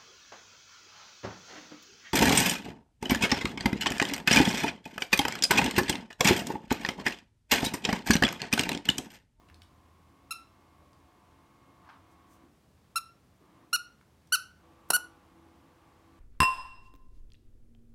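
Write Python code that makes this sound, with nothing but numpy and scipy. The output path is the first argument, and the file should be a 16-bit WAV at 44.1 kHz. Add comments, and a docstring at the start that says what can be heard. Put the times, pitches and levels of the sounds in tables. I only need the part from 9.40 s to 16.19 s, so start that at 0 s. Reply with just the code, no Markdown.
"""A small living room: a small dog trots over a quilted mat with a plush toy and lies down close by.
It bites the toy five times. Each bite drives air through the squeaker's reed: a short, bright note whose
pitch arches with the pressure; under the hardest bite the bladder pops. Claws tick on the wooden
threshold, the floor booms softly, the mat is scuffed, and a fan hums faintly over a low room tone."""
import sys
import numpy as np
from scipy import signal
from scipy.fft import rfft, irfft, next_fast_len
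from scipy.io import wavfile
from scipy.ndimage import map_coordinates

SR = 44100
rng = np.random.default_rng(int(sys.argv[2]) if len(sys.argv) > 2 else 0)


def put_to_file(sound):
    """Save the sound as 16-bit audio at rate SR, in the file named by the first command-line argument."""
    columns = np.atleast_2d(sound).T  # one column per channel
    safe = np.clip(columns, -1, 1)
    whole_steps = np.round(safe * 32767)
    wavfile.write(sys.argv[1], SR, whole_steps.astype(np.int16))


N = 299457
TIME_S = np.arange(N) / SR
EVENT_S = np.arange(SR // 2) / SR  # time axis of one short event
LEAD_S = 0.006  # the reed stirs before it speaks


def squeaks(start_sag=0.09, end_sag=0.19, room_at_1m_db=-9):
    """Pitch arches with bite pressure; jaw and plush muffle each note differently."""
    # Each row: start in s, length in s, time to crest in s, crest pitch in Hz, hold (1 = even fall,
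    # more = late fall), gain in dB, release in s, then low overtones, middle overtones and treble in dB.
    squeezes = [ (0.908, .021, 0.0051, 1365, 3.6, -34, 0.0095, 5.5, -1.5, 1),
                (3.558, 0.031, 0.0064, 1367, 4.3, -26.5, 0.021, -4, -5, -4),
                (4.3299, 0.037, 0.015, 1452, 2.88, -23.5, 0.016, -0.5, -1.5, -4),
                (4.923, .040, 0.018, 1527, 1.06, -22, 0.02, -1.5, -2, -1.4),
                (5.503, 0.01, .0015, 1532, .53, -18, .013, 0.5, 3.5, 10),
                (5.5334, 0.036, 0.014, 1476, 6.4, -22, 0.0088, -5.5, -9.5, 0)]
    # Fundamental, low overtones, middle overtones and treble, in Hz.
    bands_hz = [1400, 2800, 5500, 7500]
    # The dog nears, so the room's share falls. Each row: time in s, distance in m.
    approach = [(0.9, 1.3), (3, 0.63)]
    out = np.zeros(N)
    for start_s, length_s, crest_s, hz, hold, db, release_s, *overtones_db in squeezes:
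        muffling = list(zip(bands_hz, [0] + overtones_db))
        pitches_hz = hz * (1 - start_sag), hz, hz * (1 - end_sag)
        note = reed(length_s, crest_s, pitches_hz, hold, release_s, muffling)
        distance_m = np.interp(start_s, *np.transpose(approach))
        room_db = room_at_1m_db + 20 * np.log10(distance_m)
        add(out, start_s - LEAD_S, in_room(amp(db) * note, room_db))
    return out


def reed(length_s, crest_s, pitches_hz, hold, release_s, muffling,
         attack_s=0.00048, jitter=0.0045, flutter=0.013, air_db=-26, leak_db=14, lag_rad=0.45):
    """One note: the reed slaps shut once a cycle and sharpens as the pressure peaks."""
    # Squeaker heard through plush. Each row: frequency in Hz, gain in dB.
    squeaker = [(1400, -1), (2800, -4.5), (4200, -3.5), (5700, -4), (7100, -14), (8500, -11), (10400, -4.5),
                (11800, -9), (13300, -18), (15500, -25)]
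    t = np.arange(int((length_s + LEAD_S) * SR)) / SR - LEAD_S
    start_hz, crest_hz, end_hz = pitches_hz
    to_crest = np.clip(1 - t / crest_s, 0, 1)
    spent = np.clip((t - crest_s) / (length_s - crest_s), 0, 1)
    hz = crest_hz + (start_hz - crest_hz) * to_crest ** 2 + (end_hz - crest_hz) * spent ** hold
    failing = spent ** 4  # unsteady and airy as the pressure runs out
    hz *= 1 + (jitter + flutter * failing) * wobble(900, len(t))
    phase = 2 * np.pi * np.cumsum(hz) / SR
    # The swing grows until it saturates; overtones come once the reed slaps.
    growth = 1 / (1 + np.exp(1 - t / attack_s))
    swing = np.sqrt(growth) * np.sin(np.pi / 2 * np.clip((length_s - t) / release_s, 0, 1))
    k = np.arange(1, 14)[:, None]
    gains = amp(along(squeaker, k * hz) + along(muffling, k * hz)) * growth ** (k > 1)
    barrel_lag = lag_rad * k ** 2 / 2  # higher partials come late, smearing each slap
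    tone = unit(np.sum(gains * np.cos(k * phase - barrel_lag), axis=0))
    air = noise([(300, -42.5), (900, -10.5)] + squeaker, len(t)) * (1 + 0.48 * np.cos(phase))
    return swing * (tone + amp(air_db + leak_db * failing) * air)


def pops(puff_db=-13, puff_t60_s=0.044, band_hz=(150, 1700)):
    """The bladder buckles and flaps back: each time a damped ring of its wall and a dull puff."""
    # Each row: start in s, gain in dB.
    flaps = [(5.5039, -13), (5.5657, -32.5)]
    # Each row: frequency in Hz, gain in dB, t60 in s.
    wall_modes = [(465, -26, .018), (740, -6.5, 0.0117), (927, -5, 0.012)]
    # Each row: frequency in Hz, level in dB.
    puff_spectrum = [(60, -27), (150, -4.5), (350, -11.5), (600, -12), (950, -3), (1300, 4), (2200, -2),
                     (8000, -36)]
    out = np.zeros(N)
    wall = sum(amp(db) * np.sin(2 * np.pi * hz * EVENT_S) * decay(EVENT_S, t60_s)
               for hz, db, t60_s in wall_modes)
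    # The microphone's low cut thins the bass; the treble is dulled.
    pop_band = signal.butter(4, band_hz, "band", fs=SR, output="sos")
    for start_s, db in flaps:
        puff = amp(puff_db) * noise(puff_spectrum, len(EVENT_S)) * decay(EVENT_S, puff_t60_s)
        add(out, start_s, in_room(amp(db) * signal.sosfilt(pop_band, wall + puff), room_db=-10.5))
    return out


def ticks():
    """Claws strike wood, later teeth strike the toy: short noise bursts."""
    # Each row: start in s, level in dB, centre in Hz, t60 in s.
    contacts = [(0.0863, -58, 2510, 0.038), (0.099, -50.5, 1600, 0.023), (.1440, -48.5, 4000, 0.0094),
                (0.219, -48, 3150, 0.019), (0.231, -60, 8000, 0.011), (1.5313, -59.5, 3950, 0.016),
                (4.612, -55.5, 1170, 0.016), (4.873, -61, 5940, 0.02), (5.488, -61.5, 11000, .07)]
    out = np.zeros(N)
    for start_s, db, hz, t60_s in contacts:
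        tick = noise([(hz / 4, -18), (hz, 0), (hz * 5, -28)], len(EVENT_S)) * decay(EVENT_S, t60_s)
        add(out, start_s, in_room(amp(db) * tick, room_db=-4))
    return out


def trot(first_s=0.1043, step_s=0.11, steps=5, first_db=-51, fade_db=2.3, floor_hz=81.3):
    """Evenly paced footfalls set the wooden floor booming, each softer than the last."""
    out = np.zeros(N)
    envelope = np.minimum(EVENT_S / 0.011, 1) * decay(EVENT_S, t60_s=0.55)
    for step in range(steps):
        hz = floor_hz * (1 + 0.035 * rng.standard_normal())
        boom = np.sin(2 * np.pi * hz * EVENT_S) * envelope
        add(out, first_s + step * step_s, amp(first_db - step * fade_db) * boom)
    return out


def scuff(grain_db=0.91):
    """Paws and body rub the mat: grainy cloth noise."""
    # Each row: start in s, level in dB, rise in s, t60 in s.
    strokes = [(2.41, -59.5, 0.067, 0.26), (2.489, -51, 0.0015, 0.37)]
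    # Each row: frequency in Hz, level in dB.
    cloth_spectrum = [(300, -29), (650, -13), (850, 7.5), (1300, 5), (2200, -6.5), (3600, -14), (5800, -22),
                      (7500, -36), (16000, -43)]
    out = np.zeros(N)
    for start_s, db, rise_s, t60_s in strokes:
        fibres = amp(grain_db * wobble(280, len(EVENT_S))) * noise(cloth_spectrum, len(EVENT_S))
        envelope = np.minimum(EVENT_S / rise_s, 1) * decay(np.maximum(EVENT_S - rise_s, 0), t60_s)
        add(out, start_s, amp(db) * unit(fibres) * envelope)
    return out


def thuds(rise_s=0.0058, t60_s=0.47):
    """The body settles in soft, dull bumps."""
    # Each row: start in s, level in dB, centre in Hz.
    bumps = [(1.41, -63.5, 560), (3.032, -57.5, 280), (4.008, -62, 330), (4.243, -65, 277)]
    out = np.zeros(N)
    envelope = np.minimum(EVENT_S / rise_s, 1) * decay(EVENT_S, t60_s)
    for start_s, db, hz in bumps:
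        thud = noise([(hz / 4, -40), (hz, 0), (hz * 2, -22), (hz * 10, -80)], len(EVENT_S))
        add(out, start_s, amp(db) * thud * envelope)
    return out


def slides():
    """Fur hisses over the quilt as the front paws stretch out."""
    # Each row: midpoint in s, level in dB, half length in s.
    strokes = [(2.72, -75, .022), (2.932, -69.5, .04)]
    # Each row: frequency in Hz, level in dB.
    quilt_spectrum = [(1000, -17), (3500, -13), (6000, 2), (11000, -3), (16000, -6)]
    envelope = sum(amp(db) * np.exp(-((TIME_S - mid_s) / half_s) ** 2) for mid_s, db, half_s in strokes)
    return envelope * noise(quilt_spectrum, N)


def fan(motor_hz=55.2, drift=0.002, waver_db=3, air_db=2, tones_db=0.5, ducked_db=-82.5, fade_s=0.064):
    """Steady whir of air and motor tones, ducked by noise suppression between three set stretches."""
    # Each row: start in s, end in s, start gain in dB, end gain in dB, share of low hum.
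    heard_stretches = [(-0.1, 3.07, -72, -68, 0), (4.01, 4.27, -71.5, -67, 0.41),
                       (5.21, 6.9, -67.5, -69, 1)]
    # Each row: frequency in Hz, level in dB.
    air_spectrum = [(150, -31.5), (250, -4), (329, 2), (392, -12), (632, -7.5), (883, -6), (963, -6),
                    (1040, -3), (1150, -6.5), (1360, -11.5), (2020, -16), (3210, -20), (8000, -46),
                    (10400, -58), (17600, -120)]
    # Sounding multiples of the motor rate.
    orders = [5, 6, 9, 13, 15, 16, 18, 19, 20, 21, 22, 39]
    # Gain per order in dB, as a whine.
    whine_gains_db = [-7, -9, -28, -9, -22, -11.5, -11, -9, -5.5, -9, -12.5, -14]
    # Gain per order in dB, as a low hum.
    hum_gains_db = [-7, 1, -8.5, -15, -8, -17.5, -24.5, -13.5, -15, -7.5, -16.5, -24.5]
    level, hum_share = np.full(N, amp(ducked_db)), np.zeros(N)
    for start_s, end_s, start_db, end_db, share in heard_stretches:
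        gate = np.clip(np.minimum(TIME_S - start_s, end_s - TIME_S) / fade_s + 0.5, 0, 1)
        heard_db = np.interp(TIME_S, [start_s, end_s], [start_db, end_db])
        level += gate * (amp(heard_db) - amp(ducked_db))
        hum_share += gate * share
    tones = np.zeros(N)
    for order, whine_db, hum_db in zip(orders, whine_gains_db, hum_gains_db):
        hz = order * motor_hz * (1 + drift * wobble(14, N))
        db = whine_db + hum_share * (hum_db - whine_db) + waver_db * wobble(7, N)
        tones += np.sqrt(2) * amp(db) * np.sin(2 * np.pi * np.cumsum(hz) / SR)
    return level * (amp(air_db) * noise(air_spectrum, N) + amp(tones_db) * tones)


def room_tone(noise_db=-64.5, drone_db=-72.5, drone_hz=81, swell_db=2):
    """Steady hiss and rumble with a low, fuzzy drone that slowly wavers."""
    # Each row: frequency in Hz, level in dB.
    room_spectrum = [(20, -45.5), (40, -12.5), (60, -5), (125, -6.5), (190, -7.5), (320, -13.5),
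                     (600, -18.5), (1100, -23), (2200, -28.5), (5000, -32.5), (10000, -37), (16000, -41)]
    phase = 2 * np.pi * drone_hz * TIME_S
    drone = unit((1.18 + wobble(18, N)) * np.sin(phase) + wobble(24, N) * np.cos(phase))
    return amp(noise_db) * noise(room_spectrum, N) + amp(drone_db + swell_db * wobble(2.7, N)) * drone


def in_room(x, room_db, gap_s=0.0025):
    """Direct sound plus early echoes and a diffuse tail, drawn anew for each event."""
    # Each row: frequency in Hz, t60 in s.
    reverb_times = [(200, 0.45), (1400, 0.38), (3000, 0.34), (6000, 0.32), (11000, 0.23), (16000, 0.21)]
    # Ceiling and walls. Each row: delay in s, gain relative to the tail.
    echoes = [(0.015, 0.48), (0.0315, 0.14), (.042, .12)]
    # Each row: frequency in Hz, reflected gain in dB.
    wall_colour = [(200, 3), (1400, 0), (3500, -4), (5500, -2.5), (7500, -4.5), (11000, -2), (16000, -5.5)]
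    hz, t, spectra = signal.stft(rng.standard_normal(len(EVENT_S)), SR, nperseg=256)
    spectra *= decay(t, along(reverb_times, hz)[:, None])
    tail = signal.istft(spectra, SR, nperseg=256)[1][:len(EVENT_S)]
    tail *= np.clip(EVENT_S / gap_s - 1, 0, 1)
    tail /= np.linalg.norm(tail)
    for delay_s, gain in echoes:
        add(tail, delay_s, [gain])
    wet = filtered(signal.fftconvolve(x, tail), lambda hz: amp(along(wall_colour, hz)))
    wet *= amp(room_db) * np.linalg.norm(x) / np.linalg.norm(wet)
    add(wet, 0, x)
    return wet


def amp(db):
    """Decibels to gain."""
    return 10 ** (np.asarray(db) / 20)


def unit(x):
    """Scale to rms 1."""
    return x / np.sqrt(np.mean(x ** 2) + 1e-20)


def along(points, hz):
    """Interpolate (Hz, value) points on a log axis."""
    points_hz, values = np.transpose(points)
    return np.interp(np.log(hz + 1), np.log(points_hz + 1), values)


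def wobble(rate_hz, size):
    """Smooth random curve, rate_hz knots a second."""
    knots = rng.standard_normal(int(size * rate_hz / SR) + 4)
    return map_coordinates(knots, [np.arange(size) * rate_hz / SR])


def filtered(x, response):
    """Apply a gain given as a function of Hz."""
    size = next_fast_len(len(x) + 8192)
    return irfft(rfft(x, size) * response(np.fft.rfftfreq(size, 1 / SR)), size)[:len(x)]


def noise(spectrum, size):
    """Noise of rms 1, shaped by (Hz, dB) points."""
    return unit(filtered(rng.standard_normal(size), lambda hz: amp(along(spectrum, hz))))


def decay(t, t60_s):
    """Exponential fall, 60 dB in t60_s."""
    return np.exp(-np.log(1000) * t / t60_s)


def add(track, start_s, x):
    """Mix x into the track in place."""
    part = track[max(round(start_s * SR), 0):][:len(x)]
    part += x[:len(part)]


def scene():
    """Toy, dog and background in mono."""
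    toy = squeaks() + pops()
    dog = ticks() + scuff() + thuds() + trot() + slides()
    return (toy + dog + fan() + room_tone())[None]


def record(dry):
    """Steep low-pass."""
    cutoff_hz = 16000
    return np.array([filtered(x, lambda hz: 1 / (1 + (hz / cutoff_hz) ** 120)) for x in dry])


dry = scene()
out = record(dry)
put_to_file(out)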